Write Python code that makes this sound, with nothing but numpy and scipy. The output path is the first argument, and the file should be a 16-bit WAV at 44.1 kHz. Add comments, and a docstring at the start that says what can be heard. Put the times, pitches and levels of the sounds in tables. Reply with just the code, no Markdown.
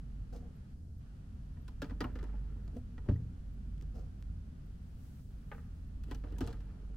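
"""A hand works the glass door of a small fridge, an arm's length away in a quiet carpeted room.
Fingers try the wrong edge: the plastic frame clicks, a sleeve brushes it and the cabinet thumps.
Then the hand taps the other edge, the rubber seal crackles loose and the door opens with a soft bump.
Each touch is a short push that makes the door or cabinet ring. Behind it all are the fridge's deep
electrical hum, a low rumble of ventilation, a faint hiss and tiny high pips."""
import sys
import numpy as np
from scipy import signal
from scipy.fft import rfft, irfft
from scipy.io import wavfile
from scipy.ndimage import uniform_filter1d

SR = 44100
rng = np.random.default_rng(int(sys.argv[2]) if len(sys.argv) > 2 else 0)


def store_wav(level_fs):
    """Save 16-bit WAV to argv[1]."""
    pcm = np.round(np.clip(np.atleast_2d(level_fs), -1, 1) * 32767)
    wavfile.write(sys.argv[1], SR, pcm.T.astype(np.int16))


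N = 306936

# Levels are starting values that the functions shape further. A ring time (t60) is the time to fade
# by 60 dB. "Mid" is the sound both ears share; "side" is what differs between them.

# Clicks of fingers, frame and seal. A hard touch adds treble, a heavy one bass; two notes ring on.
# (time [s], level [dB], treble [dB/octave], bass [dB/octave],
#  first note [Hz], its level [dB], second note [Hz], its level [dB])
DOOR_CLICKS = [(1.5695, -62.5, -7, 0.5, 987, -66, 1920, -70),
               (1.6806, -52.5, 3.5, -0.5, 1016, -58, 3320, -76),
               (1.8193, -39, 2, -1, 582, -42, 1387, -36.5), (1.8239, -48.5, -1, -1.5, 1636, -40, 3210, -48),
               (1.844, -46, -3, -17, 610, -70, 6400, -63), (1.8974, -51, -2, -2, 886, -61, 1960, -58),
               (1.908, -49.5, -4, 2.5, 587, -72, 1040, -58),
               (2.0062, -33, -0.5, -0.5, 1500, -42.5, 4750, -38),
               (2.014, -49, -9, 1.5, 980, -42.5, 1890, -42),
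               (2.042, -36.5, -9.5, -0.5, 1080, -38.5, 2880, -43),
               (2.156, -48.5, -1, -0.5, 510, -51.5, 1770, -53),
               (2.1893, -50, -0.5, -14, 380, -65, 2060, -59), (2.2282, -54, -1, 3, 950, -52, 360, -49),
               (2.2406, -53, -3, 0.5, 944, -54, 6200, -67), (2.338, -66, -10, 6.5, 598, -57, 844, -56),
               (2.678, -61, -4, 0.5, 660, -62, 4350, -64), (2.766, -62.5, 4, 2.5, 670, -53, 6080, -62),
               (2.98, -51.5, -4, -0.5, 900, -67, 1898, -53), (3.0877, -46, -5.5, 6, 586, -38, 1594, -53.5),
               (3.092, -58, 2, -12, 1225, -48, 4400, -63.5), (3.159, -61, -8, 0, 1930, -59, 6100, -66.5),
               (3.8241, -67.5, 5, 6.5, 614, -68, 5974, -63),
               (6.0365, -59.5, 5.5, -2.5, 2620, -64, 6200, -62),
               (6.1121, -45, 2.5, -1, 1014, -47.5, 1940, -46), (6.1164, -53, -2, 2, 856, -47.5, 2330, -53),
               (6.1476, -53, 4.5, -19, 801, -57, 5900, -49), (6.2389, -51, -5.5, 3, 461, -52, 2130, -61),
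               (6.323, -62.5, 5, 2.5, 774, -70, 3000, -72), (6.364, -67, -6, -7, 1650, -59, 2520, -69),
               (6.3843, -58.5, 8.5, 2.5, 940, -51, 6370, -53), (6.4074, -44, 4, 4, 738, -51, 2800, -60),
               (6.413, -45, -7, -2.5, 1570, -49, 5640, -50), (6.4746, -50.5, 5, 1.5, 704, -56, 4160, -50),
               (6.528, -54.5, 3, -3.5, 1610, -53, 4230, -57), (6.605, -59.5, 2.5, -8, 473, -73, 1580, -70)]
# The door's five pitch ranges: frame, body, pane, edge and tick.
# (low end [Hz], high end [Hz], ring time [s], gain [dB], side level [dB], room ring time [s])
DOOR_RANGES = [(1034, 2310, 0.044, -8, -21, 0.37), (224.5, 582, 0.076, 0, -12.5, 0.84),
               (544, 1100, 0.14, -7.5, 1, 0.42), (2200, 5900, 0.053, -13, -2.5, 0.25),
               (5770, 19000, 0.044, -24, -8, 0.43)]
# Pitches at which the door likes to ring: (pitch [Hz], width [Hz], gain [dB])
DOOR_RESONANCES = [(250.7, 29, 23), (296, 38, 18.5), (402, 56, 12.5), (445, 26, 4.5), (602, 10, 13.5),
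                   (730, 76, 10), (867, 40, 12), (983, 50, 9.5), (1225, 26, 11.5), (1322, 160, 12),
                   (1475, 81, 8), (1670, 74, 5), (1786, 240, 3), (2370, 47, 5), (2710, 260, 5.5),
                   (2970, 28, 10), (3250, 240, 3.5), (4030, 420, -2.5), (4580, 62, -2), (5150, 20, -18),
                   (7650, 83, 3)]
# Blows that shake the cabinet:
# (time [s], level [dB], contact time [s], pitch below which the cabinet hardly moves [Hz])
CABINET_BLOWS = [(0.201, -30.5, 0.024, 29.4), (1.82, -24, 0.0034, 330), (1.909, -33.5, 0.0032, 250),
                 (2.006, -34.5, 0.0031, 170), (2.04, -38.5, 0.0041, 90), (3.0854, -21, 0.0045, 79.6),
                 (3.117, -26.5, 0.0073, 60.4), (3.211, -40.5, 0.0062, 81), (4.289, -25, 0.023, 108),
                 (4.37, -29.5, 0.02, 110), (6.113, -35, 0.00099, 334), (6.4087, -26.5, 0.0025, 230),
                 (6.416, -29.5, 0.013, 60)]
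# The cabinet's own notes: (pitch [Hz], level [dB], ring time [s])
CABINET_NOTES = [(44.6, 2.5, 1), (86.1, 5, 0.26), (118.1, -3, 0.45), (167.7, -8, 0.41), (191, -5, 0.14),
                 (255.7, 0.5, 0.12), (282.4, 2.5, 0.11), (324, -2, 0.045), (396.5, -14, 0.2),
                 (446.4, -14.5, 0.22)]
# Hollow tones of the gap as the door opens: (pitch [Hz], width [Hz], level [dB])
GAP_RESONANCES = [(335, 55, -58), (450, 40, -55.5), (536, 90, -63), (725, 72, -63), (883, 110, -63),
                  (1300, 440, -69)]
# The flat hand lands on the door's edge, then the fingers settle: (time [s], level [dB])
HAND_PATS = [(5.5162, -44), (5.523, -47), (5.547, -54), (5.5815, -56.5)]
# Pitches at which that edge rings: (pitch [Hz], width [Hz], gain [dB])
EDGE_RESONANCES = [(467, 40, 23.5), (814, 130, 11.5), (1230, 89, 13), (1530, 200, 10), (1790, 160, -1)]
# Dry ticks of a fingernail, a cuff or the seal:
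# (time [s], level [dB], low end [Hz], high end [Hz], ring time [s])
SHARP_TICKS = [(1.8435, -69, 4500, 8000, .008), (2.0072, -55, 11500, 14800, .03),
               (2.0402, -58, 11000, 14500, .04), (2.23, -63, 3500, 10000, .008),
               (2.2403, -64, 5000, 8450, .008), (2.679, -65, 3500, 6500, 0.027),
               (3.78, -68, 1800, 6500, .012), (3.8123, -60.5, 1700, 4200, 0.012),
               (3.8238, -65, 3000, 8000, 0.011), (4.2255, -58.5, 550, 3260, 0.00064),
               (6.147, -59, 5500, 10500, .012), (6.4666, -59, 5000, 8000, .012),
               (6.4743, -54.5, 4000, 10000, 0.0061)]
# Sleeve and fingers slide on the door:
# (time [s], rise [s], fade [s], level [dB], treble [dB/octave], bass [dB/octave])
DOOR_RUBS = [(2.15, 0.009, 0.23, -59, -2.5, 1.5), (2.44, 0.071, 0.11, -74, -8, 2.5),
             (2.7, 0.071, 0.017, -80, 8.5, 10.5), (3.029, 0.076, 0.025, -58.5, -1.5, 2.5),
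             (6.057, 0.049, 0.046, -60.5, 3, 3), (6.23, 0.045, 0.67, -64.5, -1.5, 2.5)]
# The sleeve drags over the cabinet as the arm comes and goes:
# (time [s], rise [s], hold [s], fade [s], level [dB], treble [dB/octave])
SLEEVE_BRUSHES = [(0.323, 0.0078, 0.038, 0.029, -60.5, 2.5), (0.397, .035, 0.029, 0.037, -70, -10),
                  (3.938, 0.017, 0.043, 0.041, -63.5, 2)]
# Pitches that stand out in that drag: (pitch [Hz], width [Hz], gain [dB])
FABRIC_RESONANCES = [(250.5, 52, 7.5), (476, 98, 4), (702, 107, -2), (1240, 300, -11), (2740, 2200, -21),
                     (5000, 4700, -17.5), (11100, 17000, -22)]
# The hum as the listener moves through loud and quiet spots of the room: (time [s], level [dB])
HUM_LEVELS = [(0, -43), (.2, -41.5), (.45, -48), (.75, -67), (1.05, -57), (1.5, -50.5), (2, -40),
              (2.4, -37), (2.85, -48.5), (3.35, -45.5), (3.65, -41), (4, -41.5), (4.15, -49), (4.3, -39),
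              (4.55, -54), (5.75, -51), (6.05, -41.5), (6.45, -39.5), (6.75, -45.5), (6.96, -40)]
# Low rumble of the room and the moving hand: (time [s], level [dB])
RUMBLE_LEVELS = [(0, -46.5), (.45, -46.5), (.9, -48), (2.1, -46), (3.7, -45.5), (4.35, -46.5), (5, -47.5),
                 (6.2, -46), (6.96, -48.5)]
# Tone colour of the rumble: (pitch [Hz], relative level [dB])
RUMBLE_COLOUR = [(20, -4), (30, -1), (40, 1), (55, -2.5), (80, 4), (105, -6.5), (135, -4.5), (190, -9.5),
                 (250, -13), (310, -25.5), (450, -33), (800, -69)]
# Tone colour of the hiss: (pitch [Hz], relative level [dB])
HISS_COLOUR = [(200, 13.5), (500, 18), (750, 15), (1000, 10), (1400, 13), (2200, 4.5), (3000, 5.5),
               (3700, 1.5), (4500, 2), (7000, -3), (8800, -4.5), (9600, -5), (12400, -6.5), (13200, -39)]
# Brief dips in the middle range of the hiss: (time [s], hold [s])
HISS_DIPS = [(0.731, 0.243), (5.202, 0.069)]
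# How much the room noise differs between the ears: (pitch [Hz], side minus mid [dB])
STEREO_WIDTH = [(25, -34), (60, -22.5), (250, -13.5), (500, -0.5), (1200, 1), (3000, -1), (8000, 0.5)]

PIVOT_HZ = 1600  # treble and bass are counted in octaves from here
TIME = np.arange(N) / SR


def door_clicks(snap=6.5, build_s=0.0022, room_db=-20.5, blow_s=0.0071, firm_db=-36, doubling_db=54):
    """A click is a snap, a rattle of echoes building up in the wooden recess, and a short room tail."""
    out, t = np.zeros((2, N)), TIME[:SR // 3]
    for at, db, treble_db, bass_db, *_ in DOOR_CLICKS:
        stretch = 2 ** ((db - firm_db) / doubling_db)  # a firmer click shakes more door and rings longer
        for low_hz, high_hz, t60, gain_db, side_db, room_t60 in DOOR_RANGES:
            build_up = 1 - np.exp(-t / (build_s * stretch))
            rattle = stereo_noise(len(t), side_db) * build_up * fade(t, t60 * stretch)
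            rattle[:, 0] = snap
            # each pitch range has a room tail of its own length
            tail = stereo_noise(len(t), side_db / 2) * undb(room_db) * fade(t, room_t60)
            click = door_ring(rattle + min(stretch, 1) * tail, low_hz, high_hz)
            level_db = db + gain_db + touch_db(low_hz, high_hz, treble_db, bass_db)
            add(out, as_blow(click, blow_s) * undb(level_db), at)
    return out


def door_ring(force, low_hz, high_hz):
    """The door answers a push by ringing; this gives one pitch range of that answer."""
    nearby = [row for row in DOOR_RESONANCES if low_hz / 2 < row[0] < high_hz * 2]
    return band(resonate(force, nearby), low_hz, high_hz, order=3)


def touch_db(low_hz, high_hz, treble_db, bass_db):
    """How many dB a hard or heavy touch adds to one pitch range of the door."""
    octaves = np.log2(np.sqrt(low_hz * high_hz) / PIVOT_HZ)
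    return abs(octaves) * (treble_db if octaves > 0 else bass_db)


def door_notes(pivot_t60=0.046, shortening=0.71, build_s=0.0012, side_db=-10):
    """Each spot on the door has two notes that ring on after a click; higher notes die sooner."""
    out, t = np.zeros((2, N)), TIME[:SR // 4]
    for at, *_, first_hz, first_db, second_hz, second_db in DOOR_CLICKS:
        for hz, db in (first_hz, first_db), (second_hz, second_db):
            mid, side = np.sin(2 * np.pi * (hz * t + rng.random((2, 1))))
            t60 = pivot_t60 * (PIVOT_HZ / hz) ** shortening
            envelope = (1 - np.exp(-t / build_s)) * fade(t, t60)
            add(out, undb(db) * envelope * stereo(mid, undb(side_db) * side), at)
    return out


def cabinet_thumps(spread_s=0.0023):
    """A blow rings the cabinet: a slow push leaves its deep notes, a light knock its higher ones."""
    out, t = np.zeros(N), TIME[:SR]
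    for at, db, contact_s, low_hz in CABINET_BLOWS:
        lags = spread_s * rng.random(len(CABINET_NOTES))  # each wall's sound takes its own path
        ring = np.zeros(len(t))
        for k, ((hz, note_db, t60), lag) in enumerate(zip(CABINET_NOTES, lags)):
            gain = undb(note_db) * hz ** 2 / (hz ** 2 + low_hz ** 2)
            wave = np.sin(2 * np.pi * hz * np.maximum(t - lag, 0))
            ring += (-1) ** k * gain * fade(t, t60) * wave  # neighbouring notes swing opposite ways
        push = t * np.exp(-2 * np.pi * t / contact_s)
        thump = signal.fftconvolve(ring, push / push.sum())[:len(t)]
        add(out, undb(db) * thump, at)
    return out


def seal_peel(snaps_per_s=6500, scatter_db=2.5, side_db=-5, rasp_db=-63.5):
    """The rubber seal peels off the cabinet: tiny snaps merge into a rasp and ring the opening gap."""
    lets_go = rng.random((2, N)) < snaps_per_s / SR
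    snaps = lets_go * rng.standard_normal((2, N)) * undb(scatter_db * wobble(500))
    force = stereo(snaps[0], undb(side_db) * snaps[1])
    rasp = unit(door_ring(force, low_hz=796, high_hz=7200)) * undb(rasp_db)
    hollow = sum(undb(db) * unit(band(force, hz - width_hz / 2, hz + width_hz / 2, order=2))
                 for hz, width_hz, db in GAP_RESONANCES)
    return (rasp + hollow) * stroke(at=6.405, rise_s=0.022, hold_s=0.084, fade_s=0.026)


def hand_pats(push=7.8, t60=0.046, side_db=-7, room_db=-19, room_t60=0.47, blow_s=0.0056):
    """Soft skin takes the treble out of a tap on the door's edge; a gentle room tail follows."""
    out, t = np.zeros((2, N)), TIME[:SR // 3]
    envelope = fade(t, t60) + undb(room_db) * fade(t, room_t60)
    for at, db in HAND_PATS:
        force = stereo_noise(len(t), side_db) * envelope
        force[:, 0] = push
        tap = band(resonate(force, EDGE_RESONANCES), low_hz=290, high_hz=2280, order=3)
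        add(out, as_blow(tap, blow_s) * undb(db), at)
    return out


def sharp_ticks(snap=11.0, side_db=-4, blow_s=0.0014):
    """A dry snap with a very short rattle, heard alone or as the bright edge of a door click."""
    out, t = np.zeros((2, N)), TIME[:SR // 20]
    for at, db, low_hz, high_hz, t60 in SHARP_TICKS:
        force = stereo_noise(len(t), side_db) * fade(t, t60)
        force[:, 0] = snap
        tick = band(force, low_hz, high_hz, order=1)
        add(out, as_blow(tick, blow_s) * undb(db), at)
    return out


def finger_squeak(at=2.758, hz=249.7, db=-38, rise_s=0.011, t60=0.19, overtone_db=-9.5, jitter=0.044):
    """A fingertip sticks and slips on the frame fast enough to make a low note; overtones die first."""
    out, t = np.zeros(N), TIME[:SR // 4]
    cycles = np.cumsum(hz * (1 + jitter * wobble(184)[:len(t)])) / SR
    grip = np.minimum(t / rise_s, 1) * fade(np.maximum(t - rise_s, 0), t60)
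    slips = sum(undb(overtone_db * (k - 1)) * grip ** k * np.sin(2 * np.pi * k * cycles)
                for k in (1, 2, 3))
    add(out, undb(db) * slips, at)
    return out


def door_rubs(grain_db=5.0, uneven_db=3.0):
    """Cloth and skin catch and slip, giving the door many uneven little pushes."""
    out = np.zeros((2, N))
    strokes = np.array([stroke(at, rise_s, 0, fade_s) for at, rise_s, fade_s, *_ in DOOR_RUBS])
    *_, level_db, treble_db, bass_db = np.transpose(DOOR_RUBS)
    for low_hz, high_hz, _, gain_db, side_db, _ in DOOR_RANGES:
        gains = undb(level_db + gain_db + touch_db(low_hz, high_hz, treble_db, bass_db))
        pressure = gains @ strokes  # add up the strokes, each at its own strength
        slips = stereo_noise(N, side_db) * undb(grain_db * wobble(900) + uneven_db * wobble(49))
        out += pressure * unit(door_ring(slips, low_hz, high_hz))
    return out


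def sleeve_brushes(grain_db=2.0, side_db=-8):
    """The sleeve drags over the cabinet's edge: a hollow sound with a thin scrape on top."""
    out = np.zeros((2, N))
    strokes = np.array([stroke(*row[:4]) for row in SLEEVE_BRUSHES])
    *_, level_db, treble_db = np.transpose(SLEEVE_BRUSHES)
    fibres = stereo_noise(N, side_db) * undb(grain_db * wobble(400))
    for hz, width_hz, db in FABRIC_RESONANCES:
        treble_octaves = max(np.log2(2 * hz / PIVOT_HZ), 0)  # counted from half the pivot pitch
        pressure = undb(level_db + db + treble_db * treble_octaves) @ strokes
        scrape = peak(peak(fibres, hz, width_hz), hz, width_hz)  # twice, for a sharper peak
        out += pressure * unit(scrape)
    return out


def sleeve_swish(db=-76.5, low_hz=1150, uneven_db=3.0):
    """Fleece slides over itself as the arm reaches across: an airy swish that swells and fades."""
    cut_bass = signal.butter(1, low_hz, "high", fs=SR, output="sos")
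    fibres = unit(signal.sosfilt(cut_bass, rng.standard_normal((2, N))))
    return fibres * swell(at=4.52, hold_s=0.43, edge_s=0.51) * undb(db + uneven_db * wobble(12))


def fridge_hum(hz=49.06, gain_db=-1, wander=0.0048, left_db=-2.0):
    """A deep electrical note swells and sinks as the listener moves through the room's standing waves."""
    cycles = np.cumsum(hz * (1 + wander * wobble(3.1))) / SR
    tone = np.sqrt(2) * undb(curve(HUM_LEVELS) + gain_db) * np.sin(2 * np.pi * cycles)
    return np.array([undb(left_db) * tone, tone])


def room_air(points, db):
    """Room noise of a given colour, alike at both ears in the bass and unrelated in the treble."""
    mid, side = rng.standard_normal((2, N))
    noise = stereo(mid, colour(side, STEREO_WIDTH))
    return unit(colour(noise, points)) * undb(db)


def hiss(db=-70.5, dip_db=-7.5, middle_hz=(724, 4270)):
    """A faint steady hiss whose middle range dips briefly."""
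    steady = room_air(HISS_COLOUR, db)
    middle = signal.sosfiltfilt(signal.butter(2, middle_hz, "band", fs=SR, output="sos"), steady)
    dips = sum(swell(at, hold_s, edge_s=0.018) for at, hold_s in HISS_DIPS)
    return steady + middle * (undb(dip_db * dips) - 1)


def pips(hz=12000, length_s=0.029, db=-81.5, gap_s=(0.16, 0.7)):
    """Thin, high, very quiet pips come at uneven moments."""
    out, t = np.zeros(N), TIME[:int(length_s * SR)]
    pip = undb(db) * np.sin(np.pi * t / length_s) * np.sin(2 * np.pi * hz * t)
    for at in np.cumsum(rng.uniform(*gap_s, size=40)):
        if at < TIME[-1]:
            add(out, pip, at)
    return out


def undb(db):
    """Turn decibels into a number to multiply by."""
    return 10 ** (np.asarray(db) / 20)


def unit(x):
    """Scale a sound to an average strength (rms) of 1."""
    return x / np.sqrt(np.mean(x ** 2))


def as_blow(x, blow_s):
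    """Scale a sound so that its energy, packed into blow_s seconds, would have strength 1."""
    return unit(x) * np.sqrt(blow_s * SR / x.shape[-1])


def fade(t, t60):
    """Die away, 60 dB down after t60 seconds."""
    return np.exp(-np.log(1000) * t / t60)


def stroke(at, rise_s, hold_s, fade_s):
    """Rise from 0 to 1, hold, and die away."""
    rise = np.clip((TIME - at) / rise_s, 0, 1)
    return rise * np.exp(-np.maximum(TIME - at - rise_s - hold_s, 0) / fade_s)


def swell(at, hold_s, edge_s):
    """Rise from 0 to 1, hold, and sink back just as fast."""
    return np.interp(TIME, at + np.cumsum([0, edge_s, hold_s, edge_s]), [0, 1, 1, 0])


def curve(points):
    """Join (time, value) points with straight lines."""
    return np.interp(TIME, *np.transpose(points))


def wobble(per_s):
    """Glide between random values of size near 1, per_s times a second."""
    hold = int(SR / per_s)
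    steps = np.repeat(rng.standard_normal(N // hold + 1), hold)
    return uniform_filter1d(steps, hold)[:N]


def colour(x, points):
    """Shape a steady sound by (pitch, level) points."""
    hz, db = np.transpose(points)
    pitches = np.maximum(np.fft.rfftfreq(N, 1 / SR), 1)
    gains = undb(np.interp(np.log(pitches), np.log(hz), db))
    return irfft(rfft(x) * gains, N)


def peak(x, hz, width_hz):
    """Keep the sound near one pitch."""
    return signal.lfilter(*signal.iirpeak(hz, hz / width_hz, fs=SR), x)


def resonate(force, resonances):
    """A push plus the ringing it stirs up in an object."""
    return force + sum(undb(db) * peak(force, hz, width_hz) for hz, width_hz, db in resonances)


def band(x, low_hz, high_hz, order):
    """Keep one range of pitch."""
    return signal.sosfilt(signal.butter(order, [low_hz, high_hz], "band", fs=SR, output="sos"), x)


def stereo(mid, side):
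    """Make left and right from mid and side."""
    return np.array([mid + side, mid - side])


def stereo_noise(samples, side_db):
    """Noise for two ears; a higher side_db sounds wider."""
    mid, side = rng.standard_normal((2, samples))
    return stereo(mid, undb(side_db) * side)


def from_left(x, left_db):
    """The hand works on the left: that ear hears it a little louder and one sample sooner."""
    return np.array([x[0] * undb(left_db), np.roll(x[1], 1)])


def add(out, sound, at):
    """Mix a sound in from a given time on."""
    start = int(at * SR)
    out[..., start:start + sound.shape[-1]] += sound[..., :N - start]


def scene():
    """The handling of the door over hum, ventilation rumble, hiss and pips."""
    handling = door_clicks() + door_notes() + sharp_ticks() + hand_pats()
    handling += door_rubs() + sleeve_brushes() + seal_peel()
    background = fridge_hum() + room_air(RUMBLE_COLOUR, curve(RUMBLE_LEVELS)) + hiss() + pips()
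    foreground = from_left(handling, left_db=0.6) + sleeve_swish() + cabinet_thumps() + finger_squeak()
    return foreground + background


def record(dry):
    """Cut the very highest treble, above 15800 Hz."""
    return signal.sosfilt(signal.ellip(8, .2, 70, 15800, fs=SR, output="sos"), dry)


dry = scene()
out = record(dry)
store_wav(out)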